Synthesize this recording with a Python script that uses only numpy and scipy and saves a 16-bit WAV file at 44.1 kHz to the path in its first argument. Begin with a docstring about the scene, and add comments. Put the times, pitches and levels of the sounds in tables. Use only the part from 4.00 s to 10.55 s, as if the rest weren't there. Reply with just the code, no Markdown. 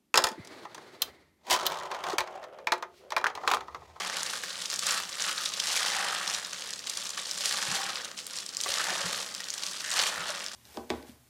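"""In a small kitchen, close by, a gloved hand tosses a wet salad of jelly cubes and greens in a steel bowl.
Scoops, grips and shifting drive dense grains: crinkling film, squishing salad, food sliding on steel.
Over that bed, creases snap as ticks amid flurries, squelches are wet clicks ringing a gliding narrow gap,
and air pockets smack as short rings with spray. Jelly slaps as a splash with ringing steel partials, and
soft thuds mix a sine with band noise. Scattered echoes and a filtered-noise background place it in the room."""
import sys
import numpy as np
from scipy import signal
from scipy.fft import irfft
from scipy.io import wavfile
from scipy.ndimage import uniform_filter1d

SR = 44100
rng = np.random.default_rng(int(sys.argv[2]) if len(sys.argv) > 2 else 0)


def bounce(signal):
    """Save signal as a 16-bit WAV file at the path given by the first command-line argument."""
    frames = np.transpose(np.atleast_2d(signal))
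    limited = np.clip(frames, -1, 1)
    pcm = np.round(limited * 32767).astype(np.int16)
    wavfile.write(sys.argv[1], SR, pcm)


N = 288855
TIME = np.arange(N) / SR


def amp(db):
    """Decibels to linear gain."""
    return 10 ** (np.asarray(db) / 20)


def evened(x):
    """Scales the whole signal to unit RMS."""
    return x / np.sqrt(np.mean(x ** 2) + 1e-20)


def steady(x, size=2600):
    """Levels the running strength to one over about 59 ms, keeping the fine grain."""
    power = abs(uniform_filter1d(x ** 2, size=size))
    return x / np.sqrt(power + 1e-4 * np.mean(x ** 2))


def read(points, hz):
    """Reads a spectrum joined by straight lines on a log-frequency axis."""
    f, value = np.transpose(points)
    return np.interp(np.log(hz + 1), np.log(f + 1), value)


def add(mix, s, sound):
    """Mixes a sound in at s seconds, cut off at the end of the mix."""
    part = mix[max(round(s * SR), 0):][:len(sound)]
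    part += sound[:len(part)]


def colour(x, points, size=4096):
    """Minimum-phase filter with the given spectrum: causal, so clicks keep their sharp fronts."""
    log_gain = np.log(amp(read(points, abs(np.fft.fftfreq(size, 1 / SR)))))
    taps = np.fft.ifft(np.exp(np.conj(signal.hilbert(log_gain)))).real
    return signal.oaconvolve(x, taps[:size // 2])[:N]


def wander(per_s):
    """Smooth random curve of unit RMS with per_s new values a second."""
    return evened(np.interp(TIME * per_s, np.arange(N), rng.standard_normal(N)))


def ring(hz, cycles, size=700):
    """A short sine that swells to its peak after the given number of cycles, then dies away."""
    turns = hz * np.arange(size) / SR
    return np.sin(2 * np.pi * turns) * turns / cycles * np.exp(1 - turns / cycles)


def resonate(x, hz, width):
    """A resonance of gain 1 that follows the curve hz: shift down, low-pass, shift back up."""
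    turn = np.exp(2j * np.pi * np.cumsum(hz) / SR)
    r = np.exp(-np.pi * width / SR)
    return 2 * (turn * signal.lfilter([1 - r], [1, -r], x / turn)).real


def tint(x, hz, db, width):
    """Lifts one moving band, then levels the result to unit strength."""
    return steady(x + amp(db) * resonate(x, hz, width))


# background of the kitchen: (frequency [Hz], relative level [dB])
KITCHEN_SPECTRUM = [(25, -26), (48, -12), (72, -11.5), (97, 0.5), (125, -6), (150, -6.5), (185, 8.5),
                    (230, -1.5), (320, -0.5), (550, -0.5), (900, -7), (3000, -23), (15000, -22)]
# how far the background spreads: (frequency [Hz], gain of the side noise [dB])
KITCHEN_SPREAD = [(40, -15), (150, -13), (280, -7.5), (550, -2.5), (1500, 9), (3000, 8), (15000, -9)]
KITCHEN_DB = -54.5


def kitchen():
    """Steady background from all round: two independent filtered noises, as (mid, side)."""
    common, apart = (amp(KITCHEN_DB) * evened(colour(rng.standard_normal(N), KITCHEN_SPECTRUM))
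                     for _ in range(2))
    return common, colour(apart, KITCHEN_SPREAD)


def arch(start, length, peak, power):
    """Swells from nothing to 1 at the given share of its length, and sinks back."""
    share = np.interp(TIME, start + length * np.array([0, peak, 1]), [0, .5, 1])
    return abs(np.sin(np.pi * share)) ** power


# the hand dives down the wall and turns the salad over:
# (start [s], length [s], glove crinkling [dB], salad squishing [dB], sliding on the wall [dB])
SCOOPS = [(-.4, 0.78, -36.5, -37.5, -44.5), (1.562, 0.95, -33, -34.5, -43),
          (3.316, 0.88, -32, -38.5, -43.5), (4.606, 0.72, -33.5, -37.5, -41),
          (5.89, 0.64, -44, -39.5, -44.5)]
# share of a scoop at which each sound peaks: the film creases on the way in, the food yields, then it slides
CRINKLE_PEAK, SQUISH_PEAK, SLIDE_PEAK = 0.14, 0.35, 0.47
CRINKLE_POWER, SQUISH_POWER, SLIDE_POWER = 1.42, 1.03, 1.07  # higher = a narrower swell
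# the fingers close on a handful or let it go: (start [s], length [s], crinkling [dB], squishing [dB])
GRIPS = [(0.143, 0.068, -35.5, -42.5), (0.218, 0.17, -37.5, -44), (0.588, 0.057, -35.5, -52),
         (0.721, 0.027, -32, -42), (0.816, 0.18, -30.5, -38), (1.181, 0.15, -32.5, -39.5),
         (1.338, 0.17, -35.5, -51), (1.635, 0.22, -30.5, -52), (2.266, 0.045, -35.5, -40),
         (2.292, 0.1, -36, -45), (2.6, 0.15, -44, -50.5), (2.874, 0.23, -39.5, -51.5),
         (3.17, 0.028, -32, -38), (3.203, 0.13, -39, -63), (3.434, 0.1, -31.5, -51),
         (3.71, 0.064, -31.5, -39), (4.169, 0.046, -40.5, -52), (4.294, 0.14, -39, -51),
         (4.68, 0.056, -33, -46), (5.032, 0.21, -35, -54), (5.583, 0.14, -37.5, -50),
         (5.7, 0.41, -37, -49.5), (5.914, 0.19, -31, -35), (5.95, 0.08, -28.5, -36),
         (6.253, 0.075, -36.5, -41.5)]
GRIP_PEAK, GRIP_POWER = 0.63, 0.32
GRIP_SLIDE_DB = -9  # against the squishing: a grip barely moves food along the wall
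# the handful keeps shifting in the glove: (time [s], crinkling [dB])
SHIFTING = [(0, -42), (2.45, -42), (2.8, -46), (3.3, -43.5), (4.13, -54), (4.52, -48), (4.8, -40),
            (5.75, -46), (6.55, -43.5)]
SHIFT_SQUISH_DB, SHIFT_SLIDE_DB = -6, -13.5  # against the crinkling
SHIFT_FITS_DB, SHIFT_FITS_PER_S = 1.5, 40  # it shifts in fits and starts


def hand():
    """Strength of crinkling, squishing and sliding: scoops, grips and shifting add up in power."""
    shifting_db = np.interp(TIME, *np.transpose(SHIFTING)) + SHIFT_FITS_DB * wander(SHIFT_FITS_PER_S)
    crinkle, squish, slide = (amp(shifting_db + db) ** 2 for db in (0, SHIFT_SQUISH_DB, SHIFT_SLIDE_DB))
    for start, length, crinkle_db, squish_db, slide_db in SCOOPS:
        crinkle += (amp(crinkle_db) * arch(start, length, CRINKLE_PEAK, CRINKLE_POWER)) ** 2
        squish += (amp(squish_db) * arch(start, length, SQUISH_PEAK, SQUISH_POWER)) ** 2
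        slide += (amp(slide_db) * arch(start, length, SLIDE_PEAK, SLIDE_POWER)) ** 2
    for start, length, crinkle_db, squish_db in GRIPS:
        grip = arch(start, length, GRIP_PEAK, GRIP_POWER)
        crinkle += (amp(crinkle_db) * grip) ** 2
        squish += (amp(squish_db) * grip) ** 2
        slide += (amp(squish_db + GRIP_SLIDE_DB) * grip) ** 2
    return np.sqrt([crinkle, squish, slide])


def depth(power=0.18):
    """How deep the hand is in the salad (0-1): a broad arch over each scoop."""
    return sum(arch(start, length, SLIDE_PEAK, power) for start, length, *_ in SCOOPS)


def buckling(per_s, spread_db, relax_s, count=900):
    """The film gives way in jerks: each sets off a burst that quickly dies."""
    size = amp(spread_db * np.minimum(rng.exponential(1, N), 3))
    jerks = size * (rng.random(N) < per_s / SR)
    return evened(signal.oaconvolve(jerks, np.exp(-np.arange(count) / SR / relax_s))[:N])


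def crackle(per_s, spread_db, clump_db, clumps_per_s, low_hz, high_hz, cycles, kinship=0, count=24):
    """Tiny pops whose size swells in clumps; with kinship (0-1) neighbouring pops are alike in pitch."""
    spread = spread_db * np.minimum(rng.exponential(1, N), 3)
    clump = clump_db * np.clip(wander(clumps_per_s), -2, 2)
    clicks = amp(spread + clump) * rng.choice([-1, 1], N) * (rng.random(N) < per_s / SR)
    place = np.sqrt(kinship) * wander(clumps_per_s) + np.sqrt(1 - kinship) * rng.standard_normal(N)
    kind = np.floor(count * (1 + np.tanh(.85 * place)) / 2)  # which pitch each pop takes
    pops = np.zeros(N)
    for k, hz in enumerate(np.geomspace(low_hz, high_hz, count)):
        pops += signal.oaconvolve(clicks * (kind == k), hz * ring(hz, cycles))[:N]
    return steady(pops)


# resonances of the loaded bowl: (frequency [Hz], width [Hz], lift [dB])
BOWL_MODES = [(186.5, 13, 3), (500, 42, 0), (562, 19, 1.5), (826, 23, -9), (1130, 140, -5.5),
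              (1900, 18, -10)]


def bowl(x):
    """The steel bowl, damped by its load, lifts a few narrow bands."""
    return x + sum(amp(db) * signal.lfilter(*signal.iirpeak(hz, hz / width, SR), x)
                   for hz, width, db in BOWL_MODES)


# colour of the plastic film: (frequency [Hz], filter gain [dB])
FILM_COLOUR = [(200, -44), (600, -1.5), (1500, -13.5), (2300, -6), (3200, -2), (4300, -0.5), (5600, -1),
               (7500, -4), (9500, -8.5), (12000, -16.5), (16000, -30)]
# colour of the wet salad, also of the squelches: (frequency [Hz], filter gain [dB])
WET_COLOUR = [(100, -34), (300, -5), (700, -9), (1000, -6.5), (1250, 1.5), (1800, 5), (2200, -3), (3000, 1),
              (5000, -5), (10000, -39)]
# colour of food sliding on the wall: (frequency [Hz], filter gain [dB])
WALL_COLOUR = [(40, -35), (80, -9), (170, -6), (280, -7.5), (430, -3), (550, -1.5), (850, 1.5), (1200, -1),
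               (2500, -38), (6000, -65)]
# pitch of the hollow that rings under the cupped hand: (time [s], pitch [Hz])
HOLLOW = [(0.05, 830), (0.17, 510), (1.5, 530), (1.74, 780), (2.0, 814), (2.17, 706), (2.33, 800),
          (2.5, 535), (3.4, 557), (3.55, 830), (3.87, 786), (3.98, 514), (4.72, 550), (4.86, 800),
          (5.03, 547), (5.9, 644), (6.5, 600)]
HOLLOW_DB = 2
RASP_HZ = 1133  # wet film rubs on the food with a nasal rasp
RASP_DB, RASP_BURIED_DB = -2.5, -12  # its lift in the open, and the change when the hand is deep in the salad


def tossing(crinkle, squish, slide, pop_db=-40.0, burst_db=-7):
    """Crinkling film, squishing salad and food sliding on steel, each following the hand: (film, food)."""
    hollow_hz = np.interp(TIME, *np.transpose(HOLLOW))
    jerks = buckling(per_s=260, spread_db=1.0, relax_s=0.002)
    fizz = (1 + jerks) * crackle(per_s=4500, spread_db=0.0, clump_db=0.0, clumps_per_s=220,
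                                 low_hz=1500, high_hz=16200, cycles=0.47, kinship=.2)
    pops = (1 + jerks) * crackle(per_s=260, spread_db=0.0, clump_db=2.5, clumps_per_s=110,
                                 low_hz=2610, high_hz=10700, cycles=0.59, kinship=.15)
    wet = (1 + jerks) * crackle(per_s=1600, spread_db=-0.3, clump_db=0.0, clumps_per_s=110,
                                low_hz=615, high_hz=5000, cycles=0.58)
    # tiny air pockets burst one by one in the dressing
    bursts = crackle(per_s=110, spread_db=1.5, clump_db=1.0, clumps_per_s=110,
                     low_hz=800, high_hz=2360, cycles=1.2)
    wall = (2 + jerks) * crackle(per_s=1400, spread_db=0.5, clump_db=4.5, clumps_per_s=19,
                                 low_hz=129.5, high_hz=2100, cycles=0.6)
    # separate pops stand out when the hand moves gently and drown in the fizz when it squeezes
    popping = amp(pop_db) * np.sqrt(crinkle / crinkle.mean())
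    film = amp(0.4) * crinkle * steady(colour(fizz, FILM_COLOUR))
    film += popping * steady(colour(pops, FILM_COLOUR))
    rasp_db = RASP_DB + RASP_BURIED_DB * depth()
    dressing = tint(bowl(colour(wet, WET_COLOUR)), np.full(N, RASP_HZ), rasp_db, width=88)
    dressing += amp(burst_db) * bursts
    sliding = tint(bowl(colour(wall, WALL_COLOUR)), hollow_hz, HOLLOW_DB, width=63)
    food = amp(3.0) * squish * dressing + amp(0.5) * slide * sliding
    return film, food


# jelly that slaps flat against the steel: (time [s], gain [dB])
SLAPS = [(0.003, -28.5), (4.66, -22.5)]
# partials of the struck wall: (pitch [Hz], level within the slap [dB], t60 [s])
STEEL = [(398, -11, 0.068), (723, -10, 0.08), (1150, 1.5, 0.034), (2020, -9, 0.071)]


def slaps(splash_db=-7, splash_s=0.011, rise_s=0.00085, count=4400):
    """A wet face hits the wall: a soft noise splash and the short, damped ring of the steel."""
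    out, t = np.zeros(N), np.arange(count) / SR
    steel = sum(amp(db - 60 * t / t60) * np.sin(2 * np.pi * hz * t) for hz, db, t60 in STEEL)
    contact = 1 - np.exp(-t / rise_s)
    splash_colour = [(120, -48), (350, -2), (1600, 12), (3000, 5), (10000, -10)]  # (Hz, dB)
    for s, db in SLAPS:
        spray = rng.standard_normal(count) * contact * np.exp(-t / splash_s)
        splash = colour(spray, splash_colour)[:count]
        add(out, s, amp(db) * (contact * steel + amp(splash_db) * splash))
    return out


# creases and wet films that snap at given times, strong and faint:
# (time [s], peak before colouring [dB], pitch [Hz], energy of the flurry against the tick [dB])
SNAPS = [(0.2322, -12.5, 6800, -5), (0.2624, -19, 3900, 1), (0.4367, -29, 4300, 5),
         (0.6185, -19.0, 4400, -3), (0.6575, -20, 4950, 8.5), (0.7009, -12, 5800, -16),
         (0.7067, -16, 6000, -9), (0.7146, -15, 4500, -8), (0.74, -11, 6100, -8), (0.7606, -12, 6300, -15),
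         (0.7932, -11, 5900, 1), (0.8681, -10.9, 6100, 3.5), (0.8956, -14, 3170, 4.5),
         (0.909, -10.5, 5730, 0), (1.0897, -31, 5100, -12), (1.1284, -17.5, 4930, -2),
         (1.2061, -16, 6000, 1), (1.2223, -11.2, 6100, -3), (1.2946, -14, 3300, 1),
         (1.3798, -14.5, 3970, -4), (1.4591, -12, 4700, 5.5), (1.5383, -13, 4740, 0),
         (1.6004, -9, 4500, 3.5), (1.7678, -14.5, 5200, 3), (1.8625, -12.7, 3700, 3),
         (1.8834, -11, 4400, -1), (2.2774, -9, 4670, -1), (2.3482, -14.5, 4500, 5),
         (2.4487, -18.5, 4800, 3), (2.5316, -17, 5000, -9), (2.5898, -25, 4600, -4),
         (2.7069, -17.4, 6240, -2), (2.7356, -18, 5400, 2), (2.7924, -18, 4900, -4),
         (2.8708, -15.5, 4700, 3.5), (2.8981, -11.5, 5800, 2), (2.9545, -24, 5200, -9),
         (2.9737, -13, 6650, -9), (3.0556, -18.5, 5000, -1), (3.0929, -17, 6250, -7), (3.105, -19, 5700, 1),
         (3.26, -25, 5400, -7), (3.3125, -12.5, 5300, -2), (3.4576, -10.2, 6200, -2),
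         (3.7622, -14, 4300, -8), (3.7928, -18, 5100, -10), (3.8104, -24, 4900, -16),
         (3.9574, -13.5, 4200, -2), (4.0477, -16, 4470, 1.5), (4.1893, -23.5, 3330, 5),
         (4.2677, -17.5, 8700, -14), (4.3672, -19, 6200, 1), (4.3868, -12.5, 4900, -12),
         (4.4637, -16, 6200, -14), (4.4912, -17.5, 5700, -2), (4.5485, -17.5, 5300, -13),
         (4.5694, -8.5, 6160, -17), (4.6043, -19.4, 4600, 8), (4.6123, -11.5, 6500, -3),
         (4.6368, -9.5, 5540, -1), (4.7402, -6, 4530, -16), (4.7848, -12, 5500, -8),
         (5.3426, -18.2, 5000, -7), (5.3495, -13, 5400, -15), (5.405, -17.5, 4600, -4),
         (5.4422, -17.5, 5300, -16), (5.4858, -18, 4700, -2), (5.5035, -12.5, 6000, -11),
         (5.5397, -12.5, 6500, -10), (5.5795, -14.5, 5360, -9), (5.6355, -16.5, 4800, 3),
         (5.6657, -15, 5300, -4), (5.9045, -12.8, 6600, -12), (5.9152, -13, 5340, 2.5),
         (5.9911, -6, 4500, -10), (6.4634, -15, 5200, -11)]
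STRAYS_PER_S, STRAY_HZ, STRAY_FLURRY_DB = 18, 5000, -6  # further creases snap at random in between
STRAY_DB, STRAY_SPREAD_DB = -23.5, 5.5  # level at mean crinkling, and the most it strays either way
STRAY_FOLLOW = 0.75  # they grow by this many dB for each dB of crinkling


def creases(crinkle):
    """The timed snaps, plus strays at random times that grow with the crinkling; columns as SNAPS."""
    stray_db = STRAY_DB + STRAY_FOLLOW * 20 * np.log10(crinkle / crinkle.mean())
    strays = []
    for when, size, pitch in rng.random((round(STRAYS_PER_S * N / SR), 3)):
        db = stray_db[int(when * N)] + STRAY_SPREAD_DB * (2 * size - 1)
        strays.append((when * N / SR, db, STRAY_HZ * 2 ** (pitch - .5), STRAY_FLURRY_DB))
    return list(SNAPS) + strays


# colour of a snap: (frequency [Hz], filter gain [dB])
CREASE_COLOUR = [(200, -22), (1500, -8), (3500, -2.5), (9000, 2), (16000, 0)]


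def snaps(crinkle, flurry_s=0.0038, flurry_per_s=2500, chain_db=-10, chain_s=0.011, count=1200):
    """A crease gives way with a sharp tick amid a flurry of smaller ones, and sets off two neighbours."""
    out = np.zeros(N)
    front = count // 3  # the tick's place in the snippet; part of the flurry comes before it
    t = (np.arange(count) - front) / SR
    swell = np.exp(np.where(t < 0, 1.5 * t, -t) / flurry_s)
    for s, db, hz, flurry_db in creases(crinkle):
        push = np.zeros(count)
        push[front] = 1
        # the film flutters, and the wall of the bowl throws the tick back at once
        echoes = front + rng.integers((8, 24, 40), (24, 40, 70))
        push[echoes] = rng.choice([-1, 1], 3) * np.array([.65, .5, .3])
        cycles = rng.uniform(.35, .6)
        tick = np.convolve(push, ring(hz, cycles))[:count] + .25 * push
        happens = rng.random((2, count)) < flurry_per_s / 2 / SR
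        followers = swell * rng.uniform(-1.2, 1, (2, count)) * happens
        flurry = sum(np.convolve(row, ring(hz * step, cycles))[:count]
                     for row, step in zip(followers, (.75, 1.2)))
        snap = tick + amp(flurry_db) * tick.std() * evened(flurry)
        add(out, s + t[0], amp(db) * snap / abs(tick).max())
        for wait, size, pitch in rng.random((2, 3)):
            neighbour = size * ring(hz * 2 ** (pitch - .5), 2 * cycles)
            add(out, s + chain_s * wait, amp(db + chain_db) * neighbour)
    return colour(out, CREASE_COLOUR)


# dressing is forced through a gap that opens and closes again:
# (start [s], length [s], level [dB], first pitch [Hz], last pitch [Hz], width [Hz])
SQUELCHES = [(0.321, 0.064, -43, 520, 500, 45), (0.848, 0.16, -35, 1360, 1270, 520),
             (1.218, 0.27, -39, 1390, 1290, 280), (1.923, 0.2, -36, 830, 770, 55),
             (3.686, 0.18, -39.5, 795, 790, 50), (3.864, 0.034, -38, 1260, 1340, 280),
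             (4.777, 0.039, -31, 1150, 1240, 200), (4.87, 0.072, -35, 840, 700, 141),
             (5.778, 0.21, -39.5, 1950, 1750, 500), (6.17, 0.074, -37, 1410, 1270, 260)]


def squelches(splutter_db=-5):
    """A run of wet clicks rings a narrow gap, whose pitch glides as the flow swells and sinks back."""
    out = np.zeros(N)
    wet = colour(crackle(per_s=1100, spread_db=0.5, clump_db=3.0, clumps_per_s=70,
                         low_hz=500, high_hz=3030, cycles=0.65), WET_COLOUR)
    for start, length, db, first_hz, last_hz, width in SQUELCHES:
        t = np.arange(0, length, 1 / SR)
        clicks = evened(wet[round(start * SR):][:len(t)])
        gap = evened(resonate(clicks, np.linspace(first_hz, last_hz, len(t)), width))
        flow = np.sqrt(abs(np.sin(np.pi * t / length)))
        add(out, start, amp(db) * flow * evened(gap + amp(splutter_db) * clicks))
    return out


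# wet pockets that pop in the salad; few cycles = a smack, many = a bubble:
# (time [s], level before colouring [dB], pitch [Hz], time the ring takes to swell [cycles])
SMACKS = [(0.3352, -20, 1510, 2.2), (0.4358, -18.5, 1700, 1.5), (0.729, -23.5, 1500, 0.97),
          (0.89, -18, 1510, 1.5), (1.001, -20, 1300, 1.4), (1.294, -19.5, 1320, 1.7),
          (1.763, -15, 2350, 2.4), (2.1246, -23, 1280, 4), (3.896, -25, 1260, 2.8), (4.81, -26, 1720, 2),
          (4.8954, -18.5, 1700, 2.4), (5.403, -24.5, 1860, 2.6), (6.159, -22, 1900, 2),
          (6.295, -25.5, 603, 3.8)]


def smacks(spray=2.04, spray_s=0.0052, count=2400):
    """Pockets of air pop in the dressing: a ring in noisy spray; the more cycles it swells, the less spray."""
    out, fade = np.zeros(N), np.exp(-np.arange(count) / SR / spray_s)
    for s, db, hz, cycles in SMACKS:
        droplets = rng.standard_normal(count) * fade
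        add(out, s, amp(db) * (ring(hz, cycles, size=count) + spray / cycles * droplets))
    smack_colour = [(40, -41), (300, -8), (800, -1.5), (2200, -1.5), (5000, 0), (16000, -18)]  # (Hz, dB)
    return amp(-3.5) * bowl(colour(out, smack_colour))


# food and knuckles that bump the bowl: (time [s], gain [dB], pitch [Hz], t60 [s])
THUDS = [(3.683, -39, 144, 0.14), (3.69, -51, 70, 0.25), (3.714, -36, 181, 0.15),
         (4.685, -29.5, 560, 0.072), (4.691, -49, 95, 0.2), (4.916, -35.5, 355, 0.087),
         (5.042, -36, 168.6, 0.21), (5.05, -50, 86, 0.3), (5.066, -40, 185, 0.15),
         (6.181, -39.5, 169, 0.18)]


def thuds(rise_s=0.00092, count=12000):
    """Soft bumps on the bowl: a dull decaying sine, and a tumble of band noise as the food settles."""
    out, t = np.zeros(N), np.arange(count) / SR
    for s, db, hz, t60 in THUDS:
        band = signal.butter(3, [hz / 2, 1.4 * hz], "bandpass", fs=SR, output="sos")
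        settling = evened(signal.sosfilt(band, rng.standard_normal(count)))
        knock = 0.93 * np.sin(2 * np.pi * hz * t) + 0.47 * settling
        add(out, s, amp(db - 60 * t / t60) * (1 - np.exp(-t / rise_s)) * knock)
    return out


# how long the kitchen's echoes last: (frequency [Hz], t60 [s])
ROOM_DECAY = [(150, 0.37), (600, 0.48), (3000, 0.37), (8000, 0.37), (15000, 0.8)]


def room(x, delay_s=0.0047, turns_per_s=1.696, count=16000, order=4):
    """Scattered echoes of the kitchen, each band with its own decay; their pattern keeps shifting."""
    out = np.zeros(N)
    for k in range(order):
        sparse = rng.random(count) < .08
        taps = rng.standard_normal(count) * sparse * (np.arange(count) > delay_s * SR)
        hz, t, z = signal.stft(taps, SR, nperseg=256)
        tail = signal.istft(z * amp(-60 * t / read(ROOM_DECAY, hz)[:, None]), SR)[1]
        share = np.sqrt(2 / order) * np.cos(np.pi * (turns_per_s * TIME + k / order))
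        out += signal.oaconvolve(x * share, tail / np.linalg.norm(tail))[:N]
    return out


def scattered(x, size=2048):
    """All-pass: every frequency arrives after its own small delay, at unchanged strength."""
    knots_s = rng.uniform(.0005, .006, size=200)
    delay_s = np.interp(np.arange(size + 1), np.linspace(0, size, num=200), knots_s)
    phase = np.pi * np.cumsum(delay_s) * SR / size
    return signal.oaconvolve(x, irfft(np.exp(-1j * phase)))[:N]


# level of a phase-scattered copy of the salad in the side signal: (frequency [Hz], side against mid [dB])
SCATTERED_SIDE = [(60, -29), (300, -23), (600, -14), (1100, -36), (2300, -65), (4500, -37), (8000, -29),
                  (13000, -19)]
# fast random flutter of the glove sound between left and right: (frequency [Hz], side against mid [dB])
GLOVE_FLUTTER = [(300, -23), (2000, -42), (4500, -21), (8000, -22.5), (13000, -12)]
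FLUTTER_PER_S = 130


def spread(salad, glove):
    """Side signal: a phase-scattered copy of the salad, and glove sound under a fast random gain."""
    flutter = wander(FLUTTER_PER_S) * glove
    return colour(scattered(salad), SCATTERED_SIDE) + colour(flutter, GLOVE_FLUTTER)


def scene():
    """The bowl sits close in the middle, widened a little; the kitchen's background comes from all round."""
    kitchen_mid, kitchen_side = kitchen()
    crinkle, squish, slide = hand()
    film, food = tossing(crinkle, squish, slide)
    glove = film + snaps(crinkle)
    near = glove + food + slaps() + squelches() + smacks() + thuds()
    salad = near + amp(-7.0) * room(near)
    mid = salad + kitchen_mid
    side = spread(salad, glove) + kitchen_side
    return amp(-3.5) * np.array([mid + side, mid - side])


EDGE_HZ = 16000


def record(dry):
    """The microphone's low cut and the recorder's band limit."""
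    low_cut = signal.butter(2, 50, "highpass", fs=SR, output="sos")
    thinned = signal.sosfilt(low_cut, dry)
    taps = signal.firwin(511, EDGE_HZ, window=("kaiser", 9), fs=SR)
    return signal.oaconvolve(thinned, taps[None], "same", axes=1)


dry = scene()
out = record(dry)
bounce(out)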